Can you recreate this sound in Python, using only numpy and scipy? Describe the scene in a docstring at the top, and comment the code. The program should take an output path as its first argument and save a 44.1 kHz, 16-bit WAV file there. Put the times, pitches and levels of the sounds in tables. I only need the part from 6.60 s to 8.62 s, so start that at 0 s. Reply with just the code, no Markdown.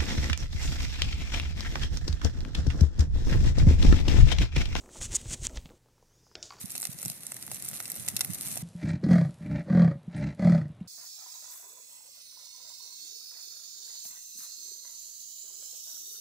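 """A dense crackle of fine blades over the soft rush of flames is heard first: dry grass and brush burn in
an open field, a few metres ahead and slightly to the right. Filtered noise makes the rush and random ticks
the crackle. Light wind, as separate noise at each of two microphone ports, drifts and buffets. Stalks burst
in sharp pops, each a decaying noise snap with after-snaps and a short scatter off the stubble."""
import sys
import numpy as np
from scipy import signal
from scipy.fft import rfft, irfft, next_fast_len
from scipy.io import wavfile

SR = 44100
rng = np.random.default_rng(int(sys.argv[2]) if len(sys.argv) > 2 else 0)


def digitize_waveform(pressure):
    """Quantize a signal to 16-bit integers and store it at the path in sys.argv[1].

    Rows of a 2-D input are taken as channels; values are limited to [-1, 1].
    """
    field = np.atleast_2d(pressure).T
    bounded = np.clip(field, -1, 1)
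    quanta = np.round(bounded * 32767).astype(np.int16)
    wavfile.write(sys.argv[1], SR, quanta)


N = 89302  # length in samples


def undb(db):
    """Logarithmic level: decibels to amplitude gain."""
    return 10 ** (np.asarray(db) / 20)


def unit(x):
    """Mean-square normalisation: scale to rms 1."""
    return x / np.sqrt(np.mean(x ** 2))


def curve(rows):
    """Amplitude envelope: gain over time, linear in dB between (t/s, level/dB) points."""
    return undb(np.interp(np.arange(N) / SR, *np.array(rows).T))


def colour(x, points):
    """Minimum-phase filtering: a causal filter through (f/Hz, level/dB) points, by folding the cepstrum."""
    n = next_fast_len(x.shape[-1] + 2048) // 2 * 2
    hz, db = np.array(points, float).T
    bins_hz = np.arange(n // 2 + 1) * SR / n
    gain = undb(np.interp(np.log(bins_hz + 1), np.log(hz), db))
    cepstrum = irfft(np.log(gain))
    cepstrum[1:n // 2] *= 2
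    cepstrum[n // 2 + 1:] = 0
    response = np.exp(rfft(cepstrum))
    return irfft(rfft(x, n) * response)[..., :x.shape[-1]]


PORTS_HZ = 2780  # below this the two ports hear more and more alike


def apart(size):
    """Spatial coherence: how differently the ports hear each frequency, 0 at zero f, 1 in the treble."""
    return np.minimum(np.arange(size // 2 + 1) * SR / size / PORTS_HZ, 1)


def diffuse(size):
    """Diffuse field: noise from all around, alike at both ports in the bass, unrelated in the treble."""
    mid, side = rfft(rng.standard_normal((2, size)))
    return irfft(mid + np.array([[1], [-1]]) * apart(size) * side, size) / np.sqrt(2)


LEAD = 128  # samples of room before each snap
SNAP_S = .00015  # decay of one snap
AFTER_S, AFTER_SPREAD_DB = .0025, 3  # span of the after-snaps, spread of their levels
SCATTER_S = .002  # decay of the scatter off the stubble
FIELD_S, FIELD_DB = .012, -37  # faint tail from the field: decay, gain on noise
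LAG_S, LAG_SPREAD_S = .000099, .00003  # on average the right port hears the fire first
PORTS_STEEP = 6  # how abruptly the lag between the ports sets in with frequency
STALK_RIPPLE_DB, STALK_RIPPLE_HZ = 2.6, 340  # each stalk's own resonances: depth and spacing


def burst(after_db, scatter_db, pan_db, size=3072, count=3):
    """Impulsive fracture: a snap and after-snaps reach both ports, then scatter from all around."""
    t = (np.arange(size) - LEAD) / SR
    hz = np.arange(size // 2 + 1) * SR / size
    started = t >= 0
    snap = np.zeros(size)
    for k in range(count):
        crack = rng.standard_normal(size) * np.exp(-abs(t) / SNAP_S) * started
        crack /= np.linalg.norm(crack)
        delay_s = AFTER_S * (k - rng.random()) / (count - 1)
        db = after_db + AFTER_SPREAD_DB * rng.standard_normal()
        if k:  # the stalk splits further; the first snap has no delay and 0 dB
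            crack = np.roll(crack, int(delay_s * SR)) * undb(db)
        snap += crack

    # the left port lags in the treble
    lag = LAG_S + LAG_SPREAD_S * rng.standard_normal()
    lags = apart(size) ** PORTS_STEEP * np.array([[lag], [0]])
    direct = rfft(snap) * np.exp(-2j * np.pi * hz * lags)

    scatter = undb(scatter_db) * np.exp(-abs(t) / SCATTER_S)
    field = undb(FIELD_DB) * np.exp(-abs(t) / FIELD_S)
    ripple = np.interp(hz / STALK_RIPPLE_HZ, np.arange(LEAD), rng.standard_normal(LEAD))
    tail = rfft(diffuse(size) * (scatter + field) * started)

    shade_db = pan_db * apart(size) * np.array([[.5], [-.5]])
    return irfft((direct + tail) * undb(STALK_RIPPLE_DB * ripple + shade_db))


# how hard the fire burns, before the flicker and the layer gains: t/s, level/dB
BLAZE = [(0, -42.5), (.08, -46), (.16, -42), (.3, -45), (.36, -46.5), (.49, -42.5), (.6, -47), (.88, -45.5),
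         (.94, -41), (1.0, -49.5), (1.06, -45), (1.15, -40), (1.25, -45), (1.39, -40.5), (1.45, -42),
         (1.62, -45.5), (1.69, -42), (1.9, -38.5), (2.02, -43)]
# spectrum of ticks and sizzle before each is scaled to rms 1: f/Hz, level/dB
CRACKLE_COLOUR = [(400, -20), (700, -26.5), (1100, -17), (2100, -16), (2600, -11.5), (3150, -14.5),
                  (3900, -9), (4900, -11.5), (6300, -7), (7300, -8), (8500, -3), (9600, -0.5), (12000, -3),
                  (14100, -7.5), (14900, -67), (16000, -60)]
CRACKLE_PER_S, CRACKLE_SPREAD_DB = 1300, 5.0  # mean tick rate of all tufts, dB per unit of strength
BLADE_AFTER_DB, BLADE_SCATTER_DB = -11, -23  # thin blades: after-snaps re first snap, scatter gain
CRACKLE_PAN_DB, PAN_SPREAD_DB = -1, 10  # treble, left minus right: mean and spread from tuft to tuft
CRACKLE_DB, SIZZLE_DB = -1.5, -3.5  # whole layer re the blaze, sizzle re the ticks
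FLICKER_PER_S, FLICKER_DB = 60, 2.5  # the flames lick unevenly


def crackle(count=32):
    """Random impulse process: blades tick in many tufts, mostly faint, over a sizzle; both follow the blaze."""
    ticking = np.zeros((2, N))
    for _ in range(count):
        chance = rng.random(N)
        strength = np.minimum(rng.exponential(size=N), 3.6)
        ticks = (chance < CRACKLE_PER_S / count / SR) * undb(CRACKLE_SPREAD_DB * strength)
        pan_db = CRACKLE_PAN_DB + PAN_SPREAD_DB * rng.standard_normal()
        blade = unit(burst(BLADE_AFTER_DB, BLADE_SCATTER_DB, pan_db))
        ticking += signal.fftconvolve(ticks[None], blade, axes=1)[:, :N]
    ticking = unit(colour(ticking, CRACKLE_COLOUR))
    sizzle = unit(colour(diffuse(N), CRACKLE_COLOUR))
    licks = np.interp(np.arange(N) / SR * FLICKER_PER_S, np.arange(N), rng.standard_normal(N))
    level = curve(BLAZE) * undb(FLICKER_DB * licks) * undb(CRACKLE_DB)
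    return level * (ticking + undb(SIZZLE_DB) * sizzle)


# spectrum of the rush before scaling to rms 1: f/Hz, level/dB
RUSH_COLOUR = [(40, -35), (110, -1.5), (200, 2.5), (300, -1.5), (420, -9), (680, -6.5), (1000, -14.5),
               (1500, -15), (2100, -8), (3000, -29.5), (6000, -33)]
# level of the rush: t/s, level/dB
RUSH_DB = [(0, -59), (.7, -58), (1.2, -55.5), (1.6, -54.5), (2.02, -54.5)]


def flames():
    """Broadband combustion noise: the soft rush of the flames, a coloured diffuse field swelling slowly."""
    return curve(RUSH_DB) * unit(colour(diffuse(N), RUSH_COLOUR))


# spectrum of the breeze before scaling to rms 1: f/Hz, level/dB
WIND_COLOUR = [(25, -72), (52, -12), (75, -15), (110, 3.5), (185, -3.5), (250, -13), (350, -25),
               (600, -25.5), (2000, -30)]
# breeze before the two ports are balanced: t/s, level/dB
BREEZE_DB = [(0, -59), (.8, -57.5), (.95, -47), (1.25, -60), (1.5, -47), (1.8, -48.5), (2.02, -47)]
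BREEZE_LEFT_DB = -8.5  # gain at the left port; the right has 0 dB


def breeze():
    """Turbulent pressure noise: eddies of a light breeze, independent at each port."""
    eddies = unit(colour(rng.standard_normal((2, N)), WIND_COLOUR))
    return eddies * curve(BREEZE_DB) * undb([[BREEZE_LEFT_DB], [0]])


# wind buffets: centre t/s, length (fall to exp(-2)) t/s, left level/dB, right level/dB
BUFFETS = [(0.043, 0.0067, -72, -31), (0.15, 0.02, -68, -46), (0.291, 0.0043, -49, -31),
           (0.35, 0.022, -46, -78), (0.461, 0.017, -37, -37.5), (0.499, 0.01, -38, -57),
           (0.893, 0.054, -62, -52), (1.123, 0.041, -45.5, -63), (1.394, 0.031, -68, -41),
           (1.54, 0.012, -38.5, -43), (1.705, 0.022, -72, -30.5), (1.912, 0.053, -51, -48),
           (1.994, 0.038, -79, -47.5)]
# spectrum of a buffet before scaling to its level: f/Hz, level/dB
BUFFET_COLOUR = [(25, -24), (55, -28.5), (85, -12), (125, 0.5), (185, 1), (240, -8), (330, -20),
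                 (600, -48.5), (2000, -72)]


def buffets():
    """Turbulent gusts: Gaussian swells of low eddy noise, independent at each port."""
    t = np.arange(N) / SR
    out = np.zeros((2, N))
    eddies = rng.standard_normal((2, N))
    for at, length, left_db, right_db in BUFFETS:
        swell = np.exp(-2 * ((t - at) / length) ** 2)
        puff = colour(eddies * swell, BUFFET_COLOUR)
        # give each port the energy of the swell itself
        puff *= np.sqrt(np.sum(swell ** 2) / np.sum(puff ** 2, axis=1, keepdims=True))
        out += puff * undb([[left_db], [right_db]])
    return out


# bands in which a pop's level is set, top to low: lower edge f/Hz, upper edge f/Hz
POP_BANDS = [(10000, 16000), (6000, 10000), (3000, 6000), (1150, 3000), (380, 1150)]
POP_S = .0065  # span over which a pop's level is averaged


def voiced(pop, levels, count=3):
    """Spectral equalisation: tilt a pop smoothly, in repeated steps, towards its level in each band."""
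    size = pop.shape[1]
    hz = np.arange(size // 2 + 1) * SR / size
    centres = np.sqrt(np.prod(POP_BANDS, axis=1))
    for _ in range(count):
        power = np.sum(abs(rfft(pop)) ** 2, axis=0) / (size * POP_S * SR)
        held = 10 * np.log10([power[(hz >= lo) & (hz < hi)].sum() for lo, hi in POP_BANDS])
        pop = colour(pop, sorted(zip(centres, levels - held)))
    return pop


# pops of bursting stalks, a close pair of rows being one stalk snapping twice; band levels before the trim:
# t/s, top level/dB, treble level/dB, upper-mid level/dB, # mid level/dB, low level/dB, left minus right
# level/dB (in full only in the treble)
POPS = [(0.0577, -41, -43, -51, -67, -66, 0), (0.1048, -41, -40, -49, -60, -65, -2),
        (0.1193, -42, -42, -55, -71, -74, -1), (0.1527, -40, -39, -46, -47, -53, -2),
        (0.1555, -45, -39, -45, -53, -60, -3), (0.1631, -43, -43, -50, -57, -74, -2),
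        (0.1792, -35, -38, -44, -57, -60, -3), (0.2016, -40, -40, -51, -67, -63, -2),
        (0.2123, -41, -41, -57, -70, -68, -1), (0.2191, -33, -36, -56, -69, -73, -2),
        (0.2292, -45, -35, -41, -48, -52, -4), (0.2386, -51, -48, -58, -58, -65, -1),
        (0.253, -32, -32, -37, -43, -53, -3), (0.2705, -42, -38, -45, -54, -65, 0),
        (0.3292, -44, -45, -56, -60, -77, 1), (0.3877, -45, -43, -48, -57, -75, -1),
        (0.3986, -46, -47, -54, -61, -61, 0), (0.4173, -42, -40, -52, -63, -69, -1),
        (0.4294, -36, -37, -50, -51, -54, 1), (0.4514, -36, -36, -45, -55, -59, -2),
        (0.4577, -41, -37, -48, -55, -58, -3), (0.4585, -39, -35, -46, -53, -56, -3),
        (0.4811, -34, -39, -46, -59, -73, -1), (0.4995, -34, -36, -40, -52, -54, 1),
        (0.6338, -44, -44, -52, -58, -66, 1), (0.6672, -39, -35, -48, -61, -75, -4),
        (0.7198, -39, -35, -49, -46, -54, -3), (0.7439, -41, -44, -56, -70, -61, -2),
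        (0.7667, -44, -42, -48, -52, -64, -3), (0.8257, -42, -41, -45, -55, -71, -1),
        (0.8655, -41, -43, -56, -71, -73, -4), (0.8787, -47, -51, -53, -53, -56, -1),
        (0.9155, -37, -37, -48, -49, -47, -2), (0.946, -40, -37, -53, -63, -69, -2),
        (1.024, -38, -38, -48, -58, -72, -2), (1.0525, -39, -39, -53, -61, -67, -2),
        (1.0867, -36, -41, -51, -67, -67, 1), (1.0875, -34, -39, -49, -65, -65, 1),
        (1.1135, -43, -42, -55, -57, -58, 0), (1.1327, -46, -47, -48, -53, -55, -1),
        (1.1389, -50, -44, -51, -56, -68, -1), (1.1452, -47, -43, -54, -58, -70, -3),
        (1.1721, -49, -45, -48, -59, -72, -2), (1.2027, -38, -36, -43, -42, -50, -3),
        (1.2258, -42, -44, -61, -62, -69, 0), (1.2559, -43, -40, -43, -49, -65, -1),
        (1.2791, -43, -43, -52, -59, -62, -2), (1.3011, -36, -36, -48, -52, -65, -4),
        (1.3054, -41, -41, -53, -60, -71, -1), (1.3184, -33, -36, -44, -62, -59, -2),
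        (1.3547, -40, -40, -57, -60, -73, -3), (1.3619, -41, -44, -51, -59, -55, 0),
        (1.4793, -40, -41, -41, -47, -50, -2), (1.485, -34, -32, -42, -48, -59, -4),
        (1.4861, -29, -27, -37, -43, -54, -4), (1.5657, -31, -30, -34, -43, -61, -1),
        (1.5675, -33, -32, -36, -45, -63, -1), (1.5714, -48, -39, -49, -66, -72, -3),
        (1.5931, -35, -39, -44, -49, -55, 0), (1.6081, -31, -27, -32, -39, -49, 0),
        (1.6099, -32, -28, -33, -40, -50, 0), (1.6145, -39, -35, -37, -48, -60, -3),
        (1.6474, -30, -35, -41, -46, -57, -3), (1.7352, -38, -39, -48, -66, -58, -3),
        (1.7476, -37, -39, -49, -63, -70, 1), (1.8106, -36, -35, -43, -54, -69, -1),
        (1.8204, -39, -41, -52, -57, -64, -2), (1.8595, -40, -42, -50, -54, -69, 0),
        (1.8843, -37, -39, -60, -62, -61, -3), (1.927, -40, -40, -55, -66, -68, -1),
        (1.9572, -36, -38, -51, -55, -57, -1), (1.9697, -46, -44, -50, -50, -43, -2),
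        (1.9743, -38, -34, -43, -53, -60, -1)]
# trim added to each band, top to low: level/dB
POP_TRIM_DB = [0, 0.3, 1, 1, 1]
# fine spectrum of a pop before its bands are set: f/Hz, level/dB
POP_COLOUR = [(100, -38), (400, -16), (730, -3), (1100, -16.5), (1400, -9), (1700, -16), (2050, -5),
              (2350, -15.5), (2700, -4), (3050, -14.5), (4000, -6), (4650, -7), (5150, -6.5), (5600, 2),
              (6100, -3.5), (8600, 6), (10000, 7.5), (11800, 5.5), (13600, 7.5), (14900, -12), (15500, -36)]
AFTER_DB, SCATTER_DB = -11, -22  # after-snaps re first snap, scatter gain on noise


def pops():
    """Impulsive radiation: near stalks burst, each row a pop with its own spectral balance; a thick stalk may
    snap twice in quick succession, as two close rows."""
    out = np.zeros((2, N + SR))
    for at, *levels, pan_db in POPS:
        pop = colour(burst(AFTER_DB, SCATTER_DB, pan_db), POP_COLOUR)
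        pop = voiced(pop, np.add(levels, POP_TRIM_DB))
        start = max(int(at * SR) - LEAD, 0)
        out[:, start:start + pop.shape[1]] += pop
    return out[:, :N]


def scene():
    """Linear superposition: fire and wind together."""
    return pops() + crackle() + flames() + breeze() + buffets()


TOP_HZ = 15400  # upper limit of the recorder


def record(dry):
    """Band limitation: the recorder cuts the top with a steep elliptic low-pass."""
    return signal.sosfilt(signal.ellip(8, .2, 80, TOP_HZ, fs=SR, output="sos"), dry)


dry = scene()
out = record(dry)
digitize_waveform(out)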